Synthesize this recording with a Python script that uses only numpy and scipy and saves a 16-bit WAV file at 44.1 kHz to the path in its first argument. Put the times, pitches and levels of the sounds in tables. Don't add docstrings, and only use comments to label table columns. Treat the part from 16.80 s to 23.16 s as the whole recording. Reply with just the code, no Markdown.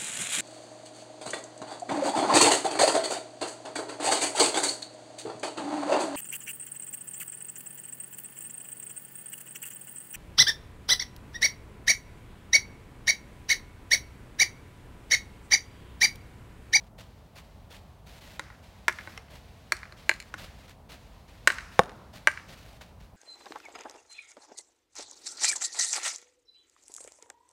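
import sys
import numpy as np
from scipy import signal
from scipy.fft import rfft, irfft, next_fast_len
from scipy.io import wavfile
from scipy.ndimage import uniform_filter1d

SR = 44100
rng = np.random.default_rng(int(sys.argv[2]) if len(sys.argv) > 2 else 0)


def digitize_waveform(pressure):
    field = np.atleast_2d(pressure).T
    bounded = np.clip(field, -1, 1)
    quanta = np.round(bounded * 32767).astype(np.int16)
    wavfile.write(sys.argv[1], SR, quanta)


N = 280476
TIME = np.arange(N) / SR


def from_db(db):
    return 10 ** (np.asarray(db) / 20)


def fade(t, t60_s):
    return np.exp(-np.log(1000) * t / t60_s)


def butter(x, hz, kind="low"):
    return signal.sosfilt(signal.butter(2, np.minimum(hz, .45 * SR), kind, fs=SR, output="sos"), x)


def noise(spectrum):
    hz, db = np.transpose(spectrum)
    size = next_fast_len(N)
    bins_hz = np.maximum(np.fft.rfftfreq(size, 1 / SR), 1)
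    gain = from_db(np.interp(np.log(bins_hz), np.log(hz), db))
    x = irfft(rfft(rng.standard_normal(size)) * gain, size)[:N]
    return x / np.std(x)


def flutter(rate_hz, depth_db):
    knots = rng.standard_normal(N // 10)
    return from_db(depth_db * np.interp(TIME * rate_hz, np.arange(len(knots)), knots))


def add(out, start_s, sound):
    at = max(round(start_s * SR), 0)
    out[at:at + len(sound)] += sound[:N - at]


# f/Hz, density/dB
RUMBLE_SPECTRUM = [(15, -34), (25, -20.5), (32, -10.5), (45, 1), (80, -1.5), (130, -7), (200, -10),
                   (340, -20.5), (650, -17), (950, -20), (1500, -31), (2500, -39.5), (4000, -46.5),
                   (10000, -45.5), (16000, -47.5)]


def rumble(level_db):
    return from_db(level_db) * noise(RUMBLE_SPECTRUM) * flutter(rate_hz=30, depth_db=0.58)


# t/s, length/s, level/dB
FOOTFALLS = [(-0.01, 0.074, -66.5), (0.179, 0.036, -52), (0.551, 0.035, -51.5), (0.9, 0.066, -53),
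             (1.259, 0.13, -57), (1.407, 0.16, -56.5), (1.828, 0.051, -65), (2.146, 0.22, -58),
             (2.501, 0.065, -55), (3.169, 0.22, -68.5), (3.575, 0.074, -48.5), (3.781, 0.083, -60.5),
             (3.876, 0.036, -56.5), (4.089, 0.053, -51), (4.477, 0.018, -62), (4.914, .09, -57),
             (5.33, 0.043, -50), (5.679, 0.061, -53), (5.767, 0.2, -60.5), (6.006, 0.011, -48.5),
             (6.197, 0.05, -63)]
# f/Hz, density/dB
SCUFF_SPECTRUM = [(200, 1.5), (500, -4), (1000, -4.5), (1450, -0.5), (2100, 1), (4300, -2), (5300, -6.5),
                  (7000, -10), (10500, -16.5), (15500, -18)]
HEEL_SPECTRUM = [(100, 0.5), (200, -4), (350, -16), (600, -3), (1100, -14), (3000, -35)]
SIZZLE_SPECTRUM = [(3000, -29.5), (7000, -7), (12000, -0.5), (16000, -6.5)]


def footsteps(rise_s=0.0091, release_t60_s=0.094, grain_db=2.5, heel_db=-2,
              sizzle_db=-12, full_slide_s=.15, settle_db=-8, settle_t60_s=0.36):
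    drag, slide, settle = np.zeros((3, N))
    t = TIME[:SR]
    for start_s, length_s, level_db in FOOTFALLS:
        rise = np.minimum(t / rise_s, 1)
        after_s = np.maximum(t - length_s, 0)
        press = rise * fade(after_s, release_t60_s)
        add(drag, start_s, from_db(level_db) * press)
        add(slide, start_s, from_db(level_db + sizzle_db) * min(length_s / full_slide_s, 1) * press)
        add(settle, start_s, from_db(level_db + settle_db) * rise * fade(after_s, settle_t60_s))
    scuff = np.hypot(drag, settle) * noise(SCUFF_SPECTRUM) * flutter(rate_hz=300, depth_db=grain_db)
    heel = from_db(heel_db) * drag * noise(HEEL_SPECTRUM)
    return scuff + heel + slide * noise(SIZZLE_SPECTRUM)


# t/s, relative level/dB
BRISKNESS = [(0, -92), (.25, -60.5), (.9, -59.5), (1.2, -61.5), (1.6, -56), (2.3, -58.5), (2.9, -53.5),
             (3.75, -54), (4.0, -68), (4.2, -56), (5.8, -57), (6.36, -66.5)]


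def rustle(gain_db=-3.0, sag_db_per_s=15, lift_s=.05, lift_db=-1):
    falls_s = np.array([0] + [step[0] for step in FOOTFALLS] + [N / SR])
    coming = np.searchsorted(falls_s, TIME, side="right")
    since_s, until_s = TIME - falls_s[coming - 1], falls_s[coming] - TIME
    effort_db = np.interp(TIME, *np.transpose(BRISKNESS))
    level_db = effort_db - sag_db_per_s * since_s + lift_db * (until_s < lift_s) + gain_db
    envelope = uniform_filter1d(from_db(level_db), size=SR // 80)
    return envelope * noise(SCUFF_SPECTRUM) * flutter(rate_hz=67, depth_db=0.91)


# t/s, level/dB,
# shell bite/dB, crack/dB, ring time factor, pitch factor, second touch delay/s (None = single touch), fence
# echo level/dB, fence echo centre f/Hz, scatter throw/dB
STICK_HITS = [(1.5944, -31, 16, 3.5, 1.47, 0.91, None, -15, 1150, 13.5),
              (2.0819, -18, -6, 3.5, 1.27, 1.043, 0.013, -19.5, 2500, 5.5),
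              (2.2735, -36.5, 8, -28, 1.6, 0.95, None, -30, 2000, 17),
              (2.3762, -39, 20.5, 0.5, 1.1, 1.31, None, -18, 2040, 0),
              (2.9210, -17.5, 17, 2.5, 0.78, 1.033, None, -19, 1500, 4.5),
              (3.1235, -45, 21, -2, 1.16, 1.01, None, -22, 2000, 0),
              (3.2935, -8.5, 0.5, -8.5, 0.73, 1.0, 0.02, -16.5, 7200, -8.5),
              (3.5405, -31, 5, -3, 1.0, 0.915, None, -24, 1460, 11.5),
              (4.6738, -7, -0.5, 1.5, 0.76, 0.974, 0.028, -22, 3150, 3),
              (5.4725, -8.3, -8, -10.5, 1.05, 1.0, .0102, -24.5, 2500, -1.5),
              (6.0110, -48, 17, -1, 1.1, 0.95, None, -21, 1990, 1)]
# f/Hz, level/dB, t60/s
STICK_MODES = [(340.4, -24, 0.11), (607, -13.5, 0.037), (908, -10, 0.033), (1136, -7, 0.024),
               (1592, 1, 0.029), (2026, 1, 0.018), (2287, -2, 0.024), (2914, -5, 0.0087),
               (3480, -17.5, 0.0046), (4200, -10.5, 0.013), (4970, -19, 0.01), (5960, -29.5, 0.0081),
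               (7130, -14, 0.0071), (8800, -17, 0.012)]
# f/Hz, density/dB
STICK_SCATTER = [(200, -6.5), (700, -7), (1200, 4), (1700, 5), (2400, -1), (3300, -10.5), (5200, -7.5),
                 (7500, -15.5), (10000, -20.5), (16000, -33)]


def stick():
    hits, scatter = blows(STICK_HITS, STICK_MODES, STICK_SCATTER, in_phase=False, tilt_per_octave=.19,
                          click_db=-1.5, crack_t60_s=0.022, contact_hz=13000,
                          scatter_db=-34.5, scatter_t60_s=0.95)
    return yard(hits, near_db=-41, bass_cut=0.2) + scatter


# f/Hz, density/dB
CRACK_SPECTRUM = [(40, -26), (300, -33), (1500, 11), (3200, -5), (4500, -4.5), (7500, -9), (9500, -11),
                  (11500, -21), (16000, -25)]
# t/s, fence delay/s, ground delay/s
ECHO_PATHS = [(1.6, .107, .00196), (2.1, .105, .00213), (2.9, .110, .00287), (3.3, .108, .00287),
              (4.68, .110, .00286), (5.0, .102, .00207), (5.5, .1016, .00185)]


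def blows(hits, modes, scatter_spectrum, in_phase, tilt_per_octave, click_db, crack_t60_s, contact_hz,
          scatter_db, scatter_t60_s, click_hz=4800, shell_hz=4420, neutral_db=-14):
    out, scatter_power = np.zeros((2, N))
    t = TIME[:SR // 5]
    grit, diffuse = noise(CRACK_SPECTRUM), noise(scatter_spectrum)
    u = 2 * np.pi * click_hz * t - np.pi
    click = from_db(click_db) * u * np.exp(-u ** 2 / 2)
    path_s, fence_delays_s, ground_delays_s = np.transpose(ECHO_PATHS)
    swell = np.minimum(TIME[:SR] / 0.0313, 1) * fade(TIME[:SR], scatter_t60_s)
    for i, hit in enumerate(hits):
        start_s, level_db, bite_db, crack_db, ring, pitch, again_s, echo_db, echo_hz, throw_db = hit
        tilt_db_per_octave = tilt_per_octave * (level_db - neutral_db)
        body = 0
        for k, (hz, mode_db, t60_s) in enumerate(modes):
            shell_db = bite_db * np.exp(-(np.log2(hz / shell_hz) / .5) ** 2)
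            gain = from_db(mode_db + tilt_db_per_octave * np.log2(hz / 1600) + shell_db)
            phase = np.pi / 2 if in_phase else k * np.pi
            body += gain * np.sin(2 * np.pi * hz * pitch * t + phase) * fade(t, t60_s * ring)
        crack = from_db(crack_db) * grit[i * len(t):(i + 1) * len(t)] * fade(t, crack_t60_s)
        blow = from_db(level_db) * (butter(body, contact_hz) + crack + click)
        add(out, start_s, blow)
        if again_s:
            add(out, start_s + again_s, from_db(-13) * butter(blow, hz=5150))
        ground_s = np.interp(start_s, path_s, ground_delays_s)
        fence_s = np.interp(start_s, path_s, fence_delays_s)
        add(out, start_s + ground_s, from_db(-17.5) * butter(blow, hz=9000))
        add(out, start_s + .417 * fence_s, from_db(-21) * fence(blow, centre_hz=7000))
        add(out, start_s + fence_s, from_db(echo_db) * fence(blow, echo_hz))
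        add(scatter_power, start_s, (from_db(level_db + throw_db + scatter_db) * swell) ** 2)
    return out, np.sqrt(scatter_power) * diffuse


def yard(x, near_db, bass_cut, t60_s=0.16, delay_s=.004):
    response = np.zeros(SR)
    response[:SR // 2] = rng.standard_normal(SR // 2) * fade(TIME[:SR // 2], t60_s)
    response = signal.lfilter([1, -bass_cut], [1], np.roll(response, round(delay_s * SR)))
    return x + from_db(near_db) * signal.fftconvolve(x, response)[:N]


# extra delay/s, level/dB
FENCE_PANELS = [(0, -1), (.0047, -12), (0.0142, -17), (0.023, -10)]


def fence(blow, centre_hz):
    echo = np.zeros(len(blow))
    for lag_s, panel_db in FENCE_PANELS:
        at = round(lag_s * SR)
        echo[at:] += from_db(panel_db) * blow[:len(blow) - at]
    return butter(echo, [centre_hz / 2.23, centre_hz * 2.1], "band")


BOARD_HITS = [(4.9923, -4, 0.0041, -9.5, 0.66, 0.97, None, -27.5, 4530, -2)]
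# f/Hz, level/dB, t60/s
BOARD_MODES = [(200, -8, 0.056), (423, -10, 0.02), (530, -0.5, 0.042), (709, -10, 0.12), (818, 4, 0.025),
               (1118, 0.5, 0.032), (1550, 0, 0.018), (3700, -10, 0.026)]
# f/Hz, density/dB
BOARD_SCATTER = [(40, -26.5), (150, 1.5), (500, 3.5), (900, 1.5), (1400, 0), (2200, -18), (5000, -33.5),
                 (16000, -39)]


def boards(dispersion_hz=900, radiation_hz=71.6):
    thump, scatter = blows(BOARD_HITS, BOARD_MODES, BOARD_SCATTER, in_phase=True, tilt_per_octave=0.04,
                           click_db=-13, crack_t60_s=0.013, contact_hz=1510,
                           scatter_db=-36, scatter_t60_s=1.0)
    pole = np.exp(-2 * np.pi * dispersion_hz / SR)
    for _ in range(3):
        thump = signal.lfilter([-pole, 1], [1, -pole], thump)
    radiated = butter(thump, radiation_hz, "high")
    return yard(radiated, near_db=-43.5, bass_cut=0.49) + scatter


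def scene():
    return (rumble(level_db=-51.5) + footsteps() + rustle() + stick() + boards())[None]


def record(dry, low_cut_hz=27, high_cut_hz=16200):
    rounded = np.tanh(butter(dry, low_cut_hz, "high"))
    return signal.sosfilt(signal.ellip(10, .1, 80, high_cut_hz, fs=SR, output="sos"), rounded)


dry = scene()
out = record(dry)
digitize_waveform(out)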